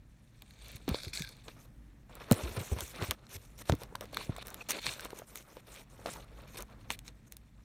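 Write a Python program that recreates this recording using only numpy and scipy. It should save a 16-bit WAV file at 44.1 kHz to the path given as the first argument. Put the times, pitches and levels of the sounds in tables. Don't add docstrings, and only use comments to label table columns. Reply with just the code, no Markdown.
import sys
import numpy as np
from scipy import signal
from scipy.fft import rfft, irfft, next_fast_len
from scipy.io import wavfile
from scipy.ndimage import uniform_filter1d, map_coordinates

SR = 44100
rng = np.random.default_rng(int(sys.argv[2]) if len(sys.argv) > 2 else 0)


def log_audio(samples):
    frames = np.atleast_2d(samples).T
    limited = np.clip(frames, -1, 1)
    pcm = np.round(limited * 32767).astype(np.int16)
    wavfile.write(sys.argv[1], SR, pcm)


def field_ratio(decibels):
    return 10 ** (np.asarray(decibels, dtype=float) / 20)


N = 336924

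# [peak t/s, relative mids level/dB, relative treble level/dB]
SNAPS = [(0.4216, -38.5, -39.5), (0.5085, -46, -51), (0.6833, -56, -37.5), (0.718, -54, -39),
         (0.76, -52, -38.5), (0.7663, -41, -44), (0.879, -35.5, -59), (0.891, -29, -26.5),
         (0.945, -21.5, -44.5), (1.034, -35, -39), (1.0491, -31, -41), (1.082, -36, -46),
         (1.1328, -29.5, -43), (1.1738, -28.5, -46), (1.1962, -30, -36), (1.2215, -26, -33),
         (1.2483, -34.5, -46), (1.2745, -36, -52), (1.291, -37.5, -38.5), (1.3682, -51, -52),
         (1.4828, -35.5, -52), (2.154, -48, -37.5), (2.218, -46, -59), (2.313, -17.5, -16),
         (2.3226, -29, -15), (2.332, -46, -30), (2.3422, -38, -34), (2.4367, -37, -55), (2.5692, -34, -49),
         (2.5747, -36, -46), (2.602, -38, -43), (2.7873, -32.5, -41), (2.8074, -24, -25),
         (2.9605, -37.5, -46), (3.0241, -28.5, -48), (3.1102, -18, -18), (3.1167, -29, -46),
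         (3.268, -43, -63), (3.6972, -21, -32.5), (3.717, -50, -60), (3.7221, -30, -41), (3.737, -43, -48),
         (3.752, -43, -36), (3.8348, -40.5, -32.5), (3.9551, -23.5, -38), (4.01, -31, -32),
         (4.056, -41.5, -49), (4.146, -33.5, -33), (4.171, -18, -29), (4.365, -35, -36.5),
         (4.3825, -49, -44), (4.4705, -42, -31), (4.4826, -37, -30.5), (4.504, -54, -34),
         (4.544, -37, -27.5), (4.688, -46, -29), (4.7008, -31, -31), (4.7076, -17.5, -18),
         (4.8665, -13, -47), (4.9955, -33, -53), (5.008, -37, -29.5), (5.0493, -48, -33),
         (5.1056, -35, -46), (5.1895, -43, -32.5), (5.3576, -35, -29), (5.3748, -38, -36),
         (5.569, -48.5, -63), (5.7422, -48, -42), (5.7625, -42, -55), (6.0613, -30.5, -49),
         (6.082, -41, -60), (6.4194, -53, -52), (6.606, -41, -36), (6.6236, -54, -31), (6.9045, -19.5, -40),
         (6.9223, -48, -33), (6.991, -39.5, -36), (7.08, -35.5, -47), (7.323, -43.5, -31.5),
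         (7.3687, -47, -35.5)]
# [t/s, relative level/dB, f/Hz of the lower mode]
KNOCKS = [(0.88, -26, 366), (0.945, -23.5, 503), (1.481, -43, 563), (2.315, -13, 577), (2.458, -36.5, 367),
          (2.568, -40, 483), (2.716, -38, 430), (2.764, -40, 576), (3.016, -31.5, 486), (3.114, -29, 1140),
          (3.697, -12, 664), (3.723, -38, 900), (3.737, -33, 620), (3.818, -38.5, 526), (3.925, -45, 460),
          (3.952, -32, 1000), (4.01, -37.5, 535), (4.132, -41, 583), (4.17, -24.5, 1200),
          (4.211, -37, 1040), (4.294, -32, 340), (4.362, -43.5, 1110), (4.383, -35.5, 660),
          (4.705, -39, 1120), (4.866, -36.5, 970), (4.995, -37, 1520), (5.055, -35, 565), (5.131, -35, 445),
          (5.196, -45, 470), (5.219, -40.5, 634), (5.356, -44, 1310), (5.569, -40, 510),
          (6.059, -24.5, 670), (6.16, -43, 950), (6.904, -27, 990)]
# [t/s, level/dB of the decay at its start, starting f/Hz, t60/s, rise time constant/s]
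THUDS = [(0.751, -31.5, 119, 0.038, 0.0024), (.881, -25.5, 290, 0.067, 0.0027),
         (0.891, -25, 200, 0.062, 0.00059), (.913, -23, 87, 0.095, 0.00076),
         (1.068, -29, 107, 0.071, 0.0023), (1.204, -29.5, 188, 0.072, 0.0012),
         (2.3125, -6, 247, 0.032, 0.0017), (2.316, -10, 138, 0.064, 0.0014), (2.434, -28, 86, 0.3, 0.0016),
         (2.51, -26, 72.4, 0.052, 0.004), (2.572, -21, 133, 0.1, 0.0061), (2.606, -27.5, 149, 0.064, .003),
         (2.717, -10.5, 90, 0.072, 0.011), (2.762, -29.5, 115, 0.084, .003), (2.821, -34, 94, 0.13, 0.0031),
         (2.981, -39, 208, 0.23, 0.011), (3.021, -23, 122, 0.069, 0.0017), (3.085, -19, 94, 0.07, 0.013),
         (3.353, -32.5, 117, 0.12, 0.0055), (3.696, -20, 104, 0.14, 0.0011),
         (3.723, -17, 142, 0.072, 0.0014), (3.738, -17.5, 295, 0.019, 0.00053),
         (4.294, -20, 124, 0.042, 0.00066), (4.872, -33, 160, 0.08, 0.0073)]
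# [f/Hz, relative level/dB]
ROOM_SPECTRUM = [(12, -39), (20, -11), (55, 4.5), (81, -19.5), (96, -5), (116, -4), (163, -11.5),
                 (228, -11), (262, -19), (293, -15.5), (367, -27), (1400, -36.5), (1810, -32.5),
                 (2910, -42.5), (16000, -53)]
# [f/Hz, relative level/dB]
FILM_SPECTRUM = [(2650, -13), (4500, -11.5), (6030, -3), (7570, -7), (9610, -6.5), (10400, -13),
                 (11600, -12.5), (15100, -17.5), (16000, -36)]
# [f/Hz, relative level/dB]
LEATHER_SPECTRUM = [(120, -18), (200, -6.5), (284, -8), (535, -3), (752, -9), (1280, -8.5), (2200, -20.5),
                    (2860, -65), (4840, -120)]
# [f/Hz, relative level/dB]
PANEL_SPECTRUM = [(710, -29), (1200, -14), (2200, -2), (2430, -1.5), (4810, -10.5), (5500, -8), (7150, -29),
                  (12100, -120)]
# [f/Hz, width/Hz, single-pass level/dB]
POCKET_MODES = [(1620, 330, -5), (2350, 560, 0), (3600, 600, 0), (4250, 700, -1)]
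# [t/s, share 0-1]
HOLLOW = [(0, .2), (.45, .6), (.62, .7), (.88, 0.4), (.95, 1), (1.33, 1), (1.45, 0.4), (1.62, 0.05),
          (2.9, 0.2), (4.05, .07), (4.15, .75), (4.28, .2), (4.4, .6), (4.47, .1), (4.68, .3), (4.8, .75),
          (4.95, 0.4), (5.2, 0), (6.1, .1), (6.3, 0.2), (7.64, .3)]
# [start t/s, length/s, first f/Hz, last f/Hz, level/dB before stutter]
SQUEAKS = [(1.179, 0.123, 1664, 1595, -52.5), (4.598, 0.032, 2900, 2400, -59)]
# [t/s, strength level/dB, film over leather/dB]
GRIP = [(0, -84.5, -1), (.4, -77, 2), (.6, -73.5, 3), (0.851, -70.5, -3), (1.38, -72, -2),
        (1.68, -80.5, -1), (2.07, -81.5, -2), (3.2, -72.5, -9), (3.55, -71, 0), (3.9, -69.5, -13),
        (4.65, -70.5, -5), (5.249, -71, -2), (5.87, -74.5, -13), (6.271, -71.5, -14), (6.461, -71.5, -13),
        (6.68, -73.5, -13), (6.861, -75, -12), (7.149, -78.5, -3), (7.64, -78.5, -4)]
# [start t/s, length/s, strength level/dB, swell from start to end/dB, film over leather/dB]
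STROKES = [(.419, 0.016, -69, -8.5, -23), (0.491, .124, -73, 4, -1), (.614, .158, -63.5, 6.5, 1),
           (.879, .067, -54, -6.5, -7), (.946, .166, -59, -15.5, 2), (1.132, .07, -56.5, -6, 22.5),
           (1.201, .135, -66, -11, 12.5), (1.437, .224, -68, 1, 2.5), (1.48, .042, -61, -16, -9),
           (2.093, .107, -62.5, 2, -16), (2.2, 0.089, -59.5, -8.5, -14.5), (2.278, .055, -52.5, 28, -15.5),
           (2.333, .235, -50.5, -5, -6), (2.565, 0.024, -50, -15.5, -14), (2.589, .15, -52.5, 2, 1),
           (2.739, .086, -52, 10.5, -6.5), (2.825, .11, -56, -8.5, 12), (2.935, .113, -50.5, 14, -10.5),
           (3.048, .065, -51.5, -3.5, 0), (3.113, .04, -58.5, -17.5, -12), (3.29, .08, -55.5, 11, 8.5),
           (3.37, .093, -69, 5, 6), (3.577, .048, -56, 7.5, 7), (3.652, 0.053, -54, 20, 1),
           (3.701, .07, -64, -5.5, -5), (3.771, .055, -60, 21.5, -6), (3.826, .04, -63, -16.5, -13),
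           (4.012, .035, -56, 1.5, -12), (4.126, .096, -54, 4, -4.5), (4.222, .088, -59.5, -10.5, 1),
           (4.31, 0.05, -65.5, 1, -14), (4.365, .04, -59, -8.5, -12), (4.406, .024, -54.5, 16.5, -1.5),
           (4.45, .12, -58, -2.5, -9.5), (4.57, .057, -58, 14, -11), (4.688, .036, -41.5, -0.5, 4),
           (4.724, .073, -49, -4, -6), (4.797, .06, -56, 13.5, 5), (4.857, .127, -50.5, -16.5, 3),
           (4.984, .084, -54.5, 8, -7), (5.068, 0.069, -59, 0, -11), (5.143, .048, -59, 8, 0),
           (5.191, .06, -61.5, -20.5, -8), (5.273, .08, -64, 3.5, -4), (5.353, .075, -58.5, -7.5, 1),
           (5.428, .18, -64.5, 4, -4), (5.666, .1, -58.5, 6, -3.5), (5.767, .075, -60, -9.5, -2.5),
           (5.897, .162, -65, 6, -7), (6.059, .041, -48.5, -4, -12), (6.1, .041, -54.5, -4, 7),
           (6.141, .11, -59.5, -9.5, -7.5), (6.314, 0.098, -68, 6, -15), (6.423, .04, -66.5, -1, -16),
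           (6.474, .07, -63.5, 1, 2), (6.542, .024, -55, 5.5, -8), (6.569, .022, -47.5, -0.5, 9),
           (6.591, .044, -54.5, -5.5, -12.5), (6.698, .036, -67.5, 5, -15), (6.803, .088, -72.5, 3, -6),
           (6.888, 0.024, -55.5, 31, -14), (6.908, .052, -52.5, -16.5, 2.5), (7.044, .045, -62.5, 13.5, 5),
           (7.089, 0.024, -69.5, -12.5, -5), (7.268, .018, -72.5, -2, 5), (7.313, .035, -69.5, -4, 5)]
# [f/Hz, width/Hz, depth 0-1]
MIC_DIPS = [(2900, 320, 0.02), (4810, 590, 0.21), (10520, 860, 0.27)]

KNOCK_T60_S, KNOCK_REF_DB, KNOCK_REF_HZ = 0.019, -40.5, 550
HALVING_DB, PITCH_DAMPS = 19, 0.4
SAG_OCTAVES = 0.79
POCKET_SNAP_DB = -1
SCRAPE_DB, HOLLOW_GAIN_DB = -4, 14
CRACKLE_CROWDS = 0.55
CRACKLE_DB, CRACKLE_SCATTER_DB = 9, 3


def unit(x):
    return x / np.sqrt(np.mean(x ** 2) + 1e-20)


def filtered(x, response):
    m = next_fast_len(N + SR // 2)
    return irfft(rfft(x, m) * response(np.fft.rfftfreq(m, 1 / SR)), m)[:N]


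def coloured(x, spectrum):
    f, db = np.transpose(spectrum)
    return filtered(x, lambda hz: field_ratio(np.interp(np.log(hz + 1), np.log(f + 1), db)))


def wobble(rate):
    knots = rng.standard_normal(int(N * rate / SR) + 4)
    return map_coordinates(knots, [np.arange(N) * rate / SR])


def room():
    level_db = -54.5 + 1.6 * wobble(1.57)
    return field_ratio(level_db) * unit(coloured(rng.standard_normal(N), ROOM_SPECTRUM))


def contact():
    t = np.arange(N) / SR
    s, strength_db, lean_db = np.transpose(GRIP)
    split = np.array([[0.5], [0], [-0.5]])
    power = field_ratio(2 * (np.interp(t, s, strength_db) + split * np.interp(t, s, lean_db)))
    for start, length, db, swell_db, lean_db in STROKES:
        at = slice(round(start * SR), round((start + length) * SR))
        swell = swell_db * np.linspace(-0.5, 0.5, at.stop - at.start)
        power[:, at] += field_ratio(2 * (db + swell + split * lean_db))
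    film_db, pocket_db, leather_db = uniform_filter1d(10 * np.log10(power), size=300, axis=1)
    hollow = np.clip(np.interp(t, *np.transpose(HOLLOW)), 0, 1)
    return film_db, pocket_db + SCRAPE_DB + HOLLOW_GAIN_DB * hollow, leather_db, hollow


def friction(per_second, spread_db, life_s, smooth, patchy_db):
    slips = (rng.random(N) < per_second / SR) * field_ratio(spread_db * rng.exponential(size=N))
    bursts = signal.lfilter([1], [1, -np.exp(-1 / (life_s * SR))], slips)
    rubbing = (unit(bursts) + smooth) * rng.standard_normal(N)
    z = signal.stft(rubbing, nperseg=256)[2]
    patches = uniform_filter1d(rng.standard_normal(z.shape), size=9, axis=0)
    patches = uniform_filter1d(patches, size=10, axis=1)
    frames = np.arange(z.shape[1]).clip(max=N // 128)
    waver_db = 1.67 * wobble(35)[::128][frames]
    return signal.istft(z * field_ratio(patchy_db * unit(patches) + waver_db), nperseg=256)[1][:N]


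def pocket(x):
    def response(f):
        modes = (field_ratio(db) * 1j * f * w / (c * c - f * f + 1j * f * w) for c, w, db in POCKET_MODES)
        return sum(modes) ** 2
    return filtered(x, response)


def strokes():
    film_db, pocket_db, leather_db, hollow = contact()
    drag = friction(300, 1.5, 0.0028, 0.65, 0.61)
    film = unit(coloured(friction(400, 2.0, 0.00083, 2.4, 3.4), FILM_SPECTRUM))
    sheen = signal.sosfilt(signal.butter(2, 9500, "high", fs=SR, output="sos"), film)
    film = film + (field_ratio(7.5 - 14 * hollow) - 1) * sheen
    ringing = np.sqrt(hollow) * unit(pocket(drag))
    flat = np.sqrt(1 - hollow) * unit(coloured(drag, PANEL_SPECTRUM))
    scrape = unit(ringing + flat)
    rub = unit(coloured(friction(150, 2.2, 0.003, 1.8, 2.2), LEATHER_SPECTRUM))
    return field_ratio(film_db) * film + field_ratio(pocket_db) * scrape + field_ratio(leather_db) * rub


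def crackle(count=60):
    film_db, pocket_db = contact()[:2]
    odds = np.cumsum(field_ratio(CRACKLE_CROWDS * pocket_db))
    at = np.searchsorted(odds / odds[-1], rng.random(count)).clip(SR // 100, N - 1)
    size_db = CRACKLE_DB + CRACKLE_SCATTER_DB * rng.standard_normal((count, 2))
    return list(zip(at / SR, pocket_db[at] + size_db[:, 0], film_db[at] + size_db[:, 1]))


def snaps():
    mids, treble, lead = np.zeros(N + SR), np.zeros(N + SR), SR // 200
    t = np.arange(-lead, SR // 25) / SR
    shape = field_ratio(-60 * np.where(t < 0, -t / 0.0035, t / 0.0034))
    for s, mids_db, treble_db in SNAPS + crackle():
        burst = shape * np.tanh(rng.standard_normal((2, len(t))) * 0.95)
        burst[:, lead] -= 2.5
        start = round(s * SR) - lead
        mids[start:][:len(t)] += field_ratio(mids_db + 9) * burst[0]
        treble[start:][:len(t)] += field_ratio(treble_db + 2.0) * burst[1]
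    band = signal.butter(2, [1300, 5600], "band", fs=SR, output="sos")
    top = signal.butter(2, [5600, 15000], "band", fs=SR, output="sos")
    hollow = contact()[3]
    body = signal.sosfilt(band, mids[:N])
    body = (1 - hollow) * body + hollow * field_ratio(POCKET_SNAP_DB) * pocket(body)
    return body + signal.sosfilt(top, treble[:N])


def thuds():
    out, t = np.zeros(N + SR), np.arange(SR // 3) / SR
    scuff_band = signal.butter(2, [120, 420], "band", fs=SR, output="sos")
    scuff = unit(signal.sosfilt(scuff_band, rng.standard_normal(N + SR)))
    for s, db, hz, t60, rise in THUDS:
        start = round(s * SR)
        pitch = hz * 2 ** (-SAG_OCTAVES * (1 - np.exp(-t / 0.026)))
        swing = -np.sin(2 * np.pi * np.cumsum(pitch) / SR) + 0.18 * scuff[start:][:len(t)]
        out[start:][:len(t)] += field_ratio(db - 60 * t / t60) * (1 - np.exp(-t / rise)) * swing
    return out[:N]


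def knocks():
    out, t = np.zeros(N + SR), np.arange(SR // 10) / SR
    for s, db, hz in KNOCKS:
        held = 2 ** ((KNOCK_REF_DB - db) / HALVING_DB)
        t60 = KNOCK_T60_S * held * (KNOCK_REF_HZ / hz) ** PITCH_DAMPS
        lower = np.sin(2 * np.pi * hz * t)
        upper = 0.52 * np.sin(2 * np.pi * 1.756 * hz * t) * field_ratio(-30 * t / t60)
        envelope = field_ratio(db + 6.0 - 60 * t / t60) * (1 - np.exp(-t / 0.00038))
        out[round(s * SR):][:len(t)] += envelope * (lower + upper)
    return out[:N]


def squeaks():
    out, stutter, waver = np.zeros(N), field_ratio(7.9 * wobble(160)), 1 + 0.036 * wobble(220)
    for s, length, first_hz, last_hz, db in SQUEAKS:
        at = slice(round(s * SR), round((s + length) * SR))
        pitch = np.linspace(first_hz, last_hz, at.stop - at.start) * waver[at]
        tone = np.sin(2 * np.pi * np.cumsum(pitch) / SR)
        out[at] += field_ratio(db) * np.sqrt(np.hanning(len(pitch))) * stutter[at] * tone
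    return out


def scene():
    near = snaps() + knocks()
    t = np.arange(SR // 8) / SR
    tail = rng.standard_normal(len(t)) * field_ratio(-60 * t / 0.04)
    answer = signal.fftconvolve(near, tail / np.linalg.norm(tail))[:N]
    return (near + field_ratio(-15) * answer + strokes() + squeaks() + thuds() + room())[None]


def low_pass(x):
    return signal.sosfilt(signal.butter(12, 17010, fs=SR, output="sos"), x)


def record(dry):
    low_hz, top_hz = 22, 15900

    def edges(hz):
        return (1j * hz / (low_hz + 1j * hz)) ** 2 / np.sqrt(1 + (hz / top_hz) ** 40)

    def dips(hz):
        return 1 - sum(d * 1j * hz * w / (c * c - hz * hz + 1j * hz * w) for c, w, d in MIC_DIPS)

    mic = filtered(dry[0], lambda hz: edges(hz) * dips(hz))
    return low_pass(mic[None])


dry = scene()
out = record(dry)
log_audio(out)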